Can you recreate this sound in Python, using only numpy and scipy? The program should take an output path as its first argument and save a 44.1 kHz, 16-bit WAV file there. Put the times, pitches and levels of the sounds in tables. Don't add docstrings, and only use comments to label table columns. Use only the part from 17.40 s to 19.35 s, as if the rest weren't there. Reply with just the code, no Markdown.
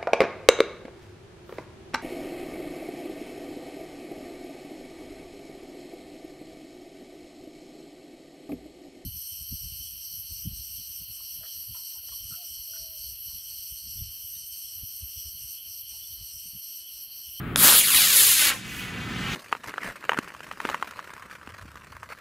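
import sys
import numpy as np
from scipy import signal
from scipy.io import wavfile
from scipy.ndimage import uniform_filter1d, map_coordinates

SR = 44100
rng = np.random.default_rng(int(sys.argv[2]) if len(sys.argv) > 2 else 0)


def amp(db):
    return 10 ** (np.asarray(db, float) / 20)


def wav_record(signal):
    frames = np.transpose(np.atleast_2d(signal))
    bounded = np.clip(frames, -1, 1)
    quanta = np.round(bounded * 32767).astype(np.int16)
    wavfile.write(sys.argv[1], SR, quanta)


N = 85995
T = np.arange(N) / SR
HZ = np.fft.rfftfreq(512, 1 / SR)
FRAME_S = np.arange(N // 128 + 5) * 128 / SR

WIND_DB, WIND_HZ = -51.5, 117

# frequency in Hz, relative density in dB per Hz.
FIELD_COLOUR = [(15, -50), (25, -33), (49, -18.5), (113, -16), (189, -2), (437, -16.5), (473, -22.5),
                (905, -25.5), (1010, -31), (1120, -21), (1320, -18), (2330, -26.5), (3130, -32),
                (5820, -56.5), (15800, -45)]
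# time in seconds, level in dB.
FIELD_LEVEL = [(0, -32.5), (.25, -32), (.33, -52), (.43, -47.5), (1.1, -49), (1.25, -42), (1.5, -37.5),
               (1.95, -31.5)]
# frequency in Hz, level over the field wash in dB, width in Hz.
ENGINE_ORDERS = [(61, -8, 13), (123, -4.5, 11), (177, -11, 6.9)]
# frequency in Hz, left-right likeness (1 = same).
FIELD_SAME = [(60, 1), (130, 1), (290, 0.99), (640, 0.95), (1410, 0.84), (3100, 0.75), (6820, 0.84),
              (15000, 0.58)]
# frequency in Hz, left minus right in dB.
FIELD_PAN = [(60, -4), (110, 2), (200, -0.5), (380, -1), (700, 1), (1290, 1.5), (2380, 4.5), (4400, 5),
             (8120, -0.5), (15000, -0.5)]

TREES_DB, TREES_T60_S, TREES_LAG_S = -18, 0.4, 0.0091

# time in seconds, lag in milliseconds.
GROUND_LAG = [(.36, .22), (.425, .33), (.52, .8), (.7, 1.75), (.94, 2.96), (1.03, 3.38), (1.12, 3.68),
              (1.2, 3.88), (1.3, 3.99), (1.45, 4.06), (1.6, 4.01), (1.77, 3.92), (1.95, 3.74)]
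# time in seconds, level in dB, share that keeps its treble (0 to 1).
GROUND_ECHO = [(.3, -5, .1), (.45, -4, 0), (.57, -2.5, .2), (.8, -3, .15), (1.05, -1.5, .1), (1.4, -5, .5),
               (1.75, -2, .8), (1.95, -2, .8)]
GROUND_HZ = 3400

BAND_EDGES_HZ = [400, 1000, 2000, 3200, 5000, 8500, 12500, 15700]
# time in seconds, then the level in dB of each band between those edges.
EXHAUST_LEVEL = [(0.166, -38, -40, -36, -39, -44, -39, -47), (0.174, -41, -32, -40, -37, -30, -24, -38),
                 (0.184, -45.5, -34, -31.5, -30.5, -32, -24, -26),
                 (0.254, -34, -20.5, -21.5, -25.5, -17, -14.5, -15.5),
                 (0.284, -34.5, -20.5, -16.5, -22, -18, -19.5, -17),
                 (0.324, -38.5, -24, -23, -23.5, -21, -17, -23),
                 (0.368, -42, -26, -24.5, -23, -25, -15.5, -20),
                 (0.394, -39, -31, -27.5, -21, -22, -16.5, -19),
                 (0.424, -53, -40, -27, -32, -28.5, -24, -32),
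                 (0.458, -48, -36, -32, -25.5, -31.5, -23, -28),
                 (0.488, -46, -36, -30, -28.5, -28.5, -23, -25.5),
                 (0.572, -39.5, -32.5, -24.5, -20.5, -26.5, -18, -23),
                 (0.692, -47, -34.5, -29.5, -25, -25, -24.5, -27),
                 (0.776, -42.5, -34.5, -28.5, -24.5, -23, -17.5, -21),
                 (0.896, -47.5, -35.5, -28, -24.5, -22.5, -18.5, -22.5),
                 (0.966, -59, -35.5, -31, -27, -25.5, -24, -29),
                 (1.01, -42.5, -31, -24.5, -24.5, -25, -22.5, -27),
                 (1.074, -42, -31, -26, -26.5, -25.5, -24.5, -28),
                 (1.094, -50, -30, -28.5, -26, -28, -25.5, -32),
                 (1.12, -38.5, -30.5, -28, -34, -38.5, -41, -49),
                 (1.154, -44, -45, -45, -48, -44, -43, -54), (1.224, -66, -50, -46.5, -47, -51.5, -56, -73),
                 (1.288, -54, -50, -41.5, -48.5, -47, -53.5, -55),
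                 (1.392, -56, -43.5, -38, -44, -46, -45.5, -49),
                 (1.522, -48.5, -42.5, -42, -48.5, -54, -59, -66),
                 (1.706, -49.5, -42.5, -41.5, -47.5, -51, -59, -69),
                 (1.934, -44.5, -36.5, -35, -41, -44.5, -53.5, -56),
                 (1.95, -45, -38, -33, -41, -44, -50, -54)]
# frequency in Hz, relative density in dB per Hz.
THRUST_COLOUR = [(150, -24), (400, -23.5), (740, -29.5), (1220, -7), (1720, -3), (2800, -1.5), (4150, -3.5),
                 (5050, -6), (5650, -8.5), (6950, -3.5), (8150, -7), (9350, -4), (11250, -2), (12850, -10),
                 (14200, -13), (15600, -15.5)]
# frequency in Hz, relative density in dB per Hz.
COAST_COLOUR = [(290, -22), (600, -22), (1000, -10), (1500, -2), (2100, 0), (2900, -1), (4000, -10),
                (5500, -17.5), (6800, -17.5), (8500, -22.5), (11000, -21), (15700, -29)]
BURNOUT_S, BURNOUT_FADE_S = 1.13, 0.036
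PATCHY_DB, SPUTTER_DB = 0.9, 1.5

# time in seconds, level in dB.
CRACKLE_LEVEL = [(.2, -42), (.245, -22), (.29, -23), (.34, -31.5), (.41, -35.5), (.44, -40.5), (1.0, -43),
                 (1.1, -34), (1.15, -70)]
CRACKLES_PER_S, CRACKLE_SPREAD_DB, CRACKLE_S = 500, 3, 0.00011
# time in seconds, peak in dB.
POPS = [(.2515, -9), (.2655, -6), (.2712, -5), (.282, -10), (.2995, -12), (.306, -13), (.325, -16)]
POP_S = .00009

CRACK_S, CRACK_DB = .1598, -6
# frequency in Hz, relative level in dB, 60 dB decay in seconds.
CRACK_RING = [(1620, -4, 0.0041), (2600, -2, .004), (3560, 1, 0.0049), (5400, 3, 0.0017),
              (6700, 1.5, 0.0016), (10500, 4, 0.0016), (13900, -7, 0.00072)]
# delay in milliseconds, level against the crack in dB.
CRACK_ECHOES = [(.58, -16), (1.95, -32)]

# frequency in Hz, left-right likeness (1 = same).
ROCKET_SAME = [(60, 0.31), (130, 0.28), (290, 0.6), (640, 1), (1410, 0.98), (3100, 0.99), (6820, 1),
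               (15000, 1)]
# frequency in Hz, left minus right in dB.
ROCKET_PAN = [(400, 0), (800, -.5), (1150, -0.5), (1550, -5), (2150, 0), (2950, 0.5), (4100, 2.5),
              (5000, 2), (6000, 0.5), (8600, 0), (9800, 2), (11000, 1.5), (12100, 0), (13400, 3.5),
              (14700, 0.5), (15500, 2)]
# frequency in Hz, radians by which left leads.
ROCKET_LEAD = [(0, 0), (1210, 0.02), (1550, 0.1), (2070, 0.82), (2760, 0.0), (3880, 0.16), (5000, 0.04),
               (9470, 0.0), (9820, 0.1), (11400, -0.0), (12900, 0.1), (13800, -0.4), (14600, -0.1),
               (16600, -0.0)]

BASS_CUT_HZ, EDGE_HZ = 44, 15750
CEILING = .86


def evened(x):
    return x / np.sqrt(np.mean(x ** 2) + 1e-20)


def read(points, hz):
    f, value = np.transpose(points)
    return np.interp(np.log(hz + 1), np.log(f + 1), value)


def curve(points, t):
    return np.interp(t, *np.transpose(points))


def lowpass(x, hz):
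    return signal.lfilter(*signal.butter(2, hz, fs=SR), x)


def microphones(shared, other, hz, same, pan, lead):
    likeness = np.clip(read(same, hz), -1, 1)[:, None]
    alike = np.sqrt((1 + likeness) / 2) * shared
    unlike = np.sqrt((1 - likeness) / 2) * other
    side = (amp(read(pan, hz) / 2) * np.exp(.5j * read(lead, hz)))[:, None]
    return np.array([(alike + unlike) * side, (alike - unlike) / side])


def wind():
    lumps = amp(1.3 * evened(lowpass(rng.standard_normal((2, N)), 8.9)))
    return amp(WIND_DB) * evened(lowpass(rng.standard_normal((2, N)), WIND_HZ) * lumps)


def field():
    hz = np.fft.rfftfreq(4096, 1 / SR)
    a, b, c, d = rng.standard_normal((N // 1024 + 6, len(hz), 4)).T
    power = amp(read(FIELD_COLOUR, hz)) ** 2
    power = power / power.sum()
    for centre, db, width in ENGINE_ORDERS:
        hump = np.exp(-.5 * ((hz - centre) / width) ** 2)
        power = power + amp(2 * db) * hump / hump.sum()
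    pair = microphones(a + 1j * b, c + 1j * d, hz, FIELD_SAME, FIELD_PAN, [(0, 0)])
    noise = signal.istft(pair * np.sqrt(power)[:, None], nperseg=4096, noverlap=3072)[1][:, :N]
    return evened(noise) * amp(curve(FIELD_LEVEL, T))


def scatter(x):
    t = np.arange(SR // 2) / SR
    taps = rng.standard_normal((2, len(t))) * amp(-60 * t / TREES_T60_S) * (t > TREES_LAG_S)
    taps = taps / np.linalg.norm(taps[0])
    return amp(TREES_DB) * signal.fftconvolve(x[None], taps, axes=1)[:, :N]


def ground(x):
    s, db, share = np.transpose(GROUND_ECHO)
    bright = np.clip(np.interp(T, s, share), 0, 1)
    dulled = signal.filtfilt(*signal.butter(1, GROUND_HZ, fs=SR), x)
    reflected = bright * x + (1 - bright) * dulled
    at = np.arange(N) - curve(GROUND_LAG, T) * SR / 1000
    echo = np.array([map_coordinates(v, [at], order=3) for v in reflected])
    return x + amp(np.interp(T, s, db)) * echo


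def exhaust():
    times, *band_levels = np.transpose(EXHAUST_LEVEL)
    edges = np.array(BAND_EDGES_HZ)
    centres = np.log(np.sqrt(edges[1:] * edges[:-1]))
    coast = np.clip((FRAME_S - BURNOUT_S) / BURNOUT_FADE_S + .5, 0, 1)
    shape_db = read(THRUST_COLOUR, HZ)[:, None] * (1 - coast) + read(COAST_COLOUR, HZ)[:, None] * coast
    lift_db = []
    for low, high, level in zip(edges[:-1], edges[1:], band_levels):
        band_power = (amp(shape_db[(HZ >= low) & (HZ < high)]) ** 2).sum(0)
        lift_db.append(np.interp(FRAME_S, times, level) - 10 * np.log10(band_power))
    blend = np.array([np.interp(np.log(HZ + 1), centres, one) for one in np.eye(len(centres))])
    a, b, c, d, patches = rng.standard_normal((len(FRAME_S), len(HZ), 5)).T
    patches = evened(uniform_filter1d(uniform_filter1d(patches, 10, 0), 8, 1))
    size = amp(shape_db + blend.T @ np.array(lift_db) + PATCHY_DB * patches)
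    spectra = np.array([a + 1j * b, c + 1j * d]) * size
    hiss = signal.istft(spectra, nperseg=512, noverlap=384)[1][:, :N]
    sputter = amp(SPUTTER_DB * evened(lowpass(rng.standard_normal(N), 410)))
    return hiss * sputter * (T > times[0] - .005)


def crackle():
    strike = rng.random(N) < CRACKLES_PER_S / SR
    size = amp(CRACKLE_SPREAD_DB * np.minimum(rng.exponential(1, N), 4)) * strike
    u = np.arange(128) / SR / CRACKLE_S
    shocks = evened(signal.oaconvolve(size, (u - 1) * np.exp(-u))[:N])
    return shocks * amp(curve(CRACKLE_LEVEL, T)) * (T > CRACKLE_LEVEL[0][0])


def pops():
    starts, peaks_db = np.array(POPS)[:, :1], np.array(POPS)[:, 1:]
    u = np.maximum(T - starts, 0) / POP_S
    return (amp(peaks_db) * (u - 1) * np.exp(-u) * (u > 0)).sum(0)


def ring(start, modes):
    t = np.maximum(T - start, 0)
    return sum(amp(np.maximum(db - 60 * t / t60, -200)) * np.sin(2 * np.pi * hz * t) for hz, db, t60 in modes)


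def igniter():
    arrivals = [(0, 0)] + CRACK_ECHOES
    return sum(amp(CRACK_DB + db) * ring(CRACK_S + ms / 1000, CRACK_RING) for ms, db in arrivals)


def rocket():
    shared_only = np.array([[1], [0]])
    flame = (crackle() + pops()) * shared_only
    source = ground(exhaust() + flame) + igniter() * shared_only
    z = signal.stft(source, nperseg=512, noverlap=384)[2]
    pair = microphones(z[0], z[1], HZ, ROCKET_SAME, ROCKET_PAN, ROCKET_LEAD)
    near = signal.istft(pair, nperseg=512, noverlap=384)[1][:, :N]
    return near + scatter(source[0])


def scene():
    return wind() + field() + rocket()


def band_limit(x):
    return signal.sosfilt(signal.butter(12, 17030, fs=SR, output="sos"), x)


def record(dry):
    thin = signal.lfilter(*signal.butter(2, BASS_CUT_HZ, "high", fs=SR), dry)
    rounded = thin / (1 + (thin / CEILING) ** 4) ** (1 / 4)
    edge = signal.firwin(1023, EDGE_HZ, window=("kaiser", 9), fs=SR)
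    mix = signal.oaconvolve(rounded, edge[None], "same")
    return band_limit(mix)


dry = scene()
out = record(dry)
wav_record(out)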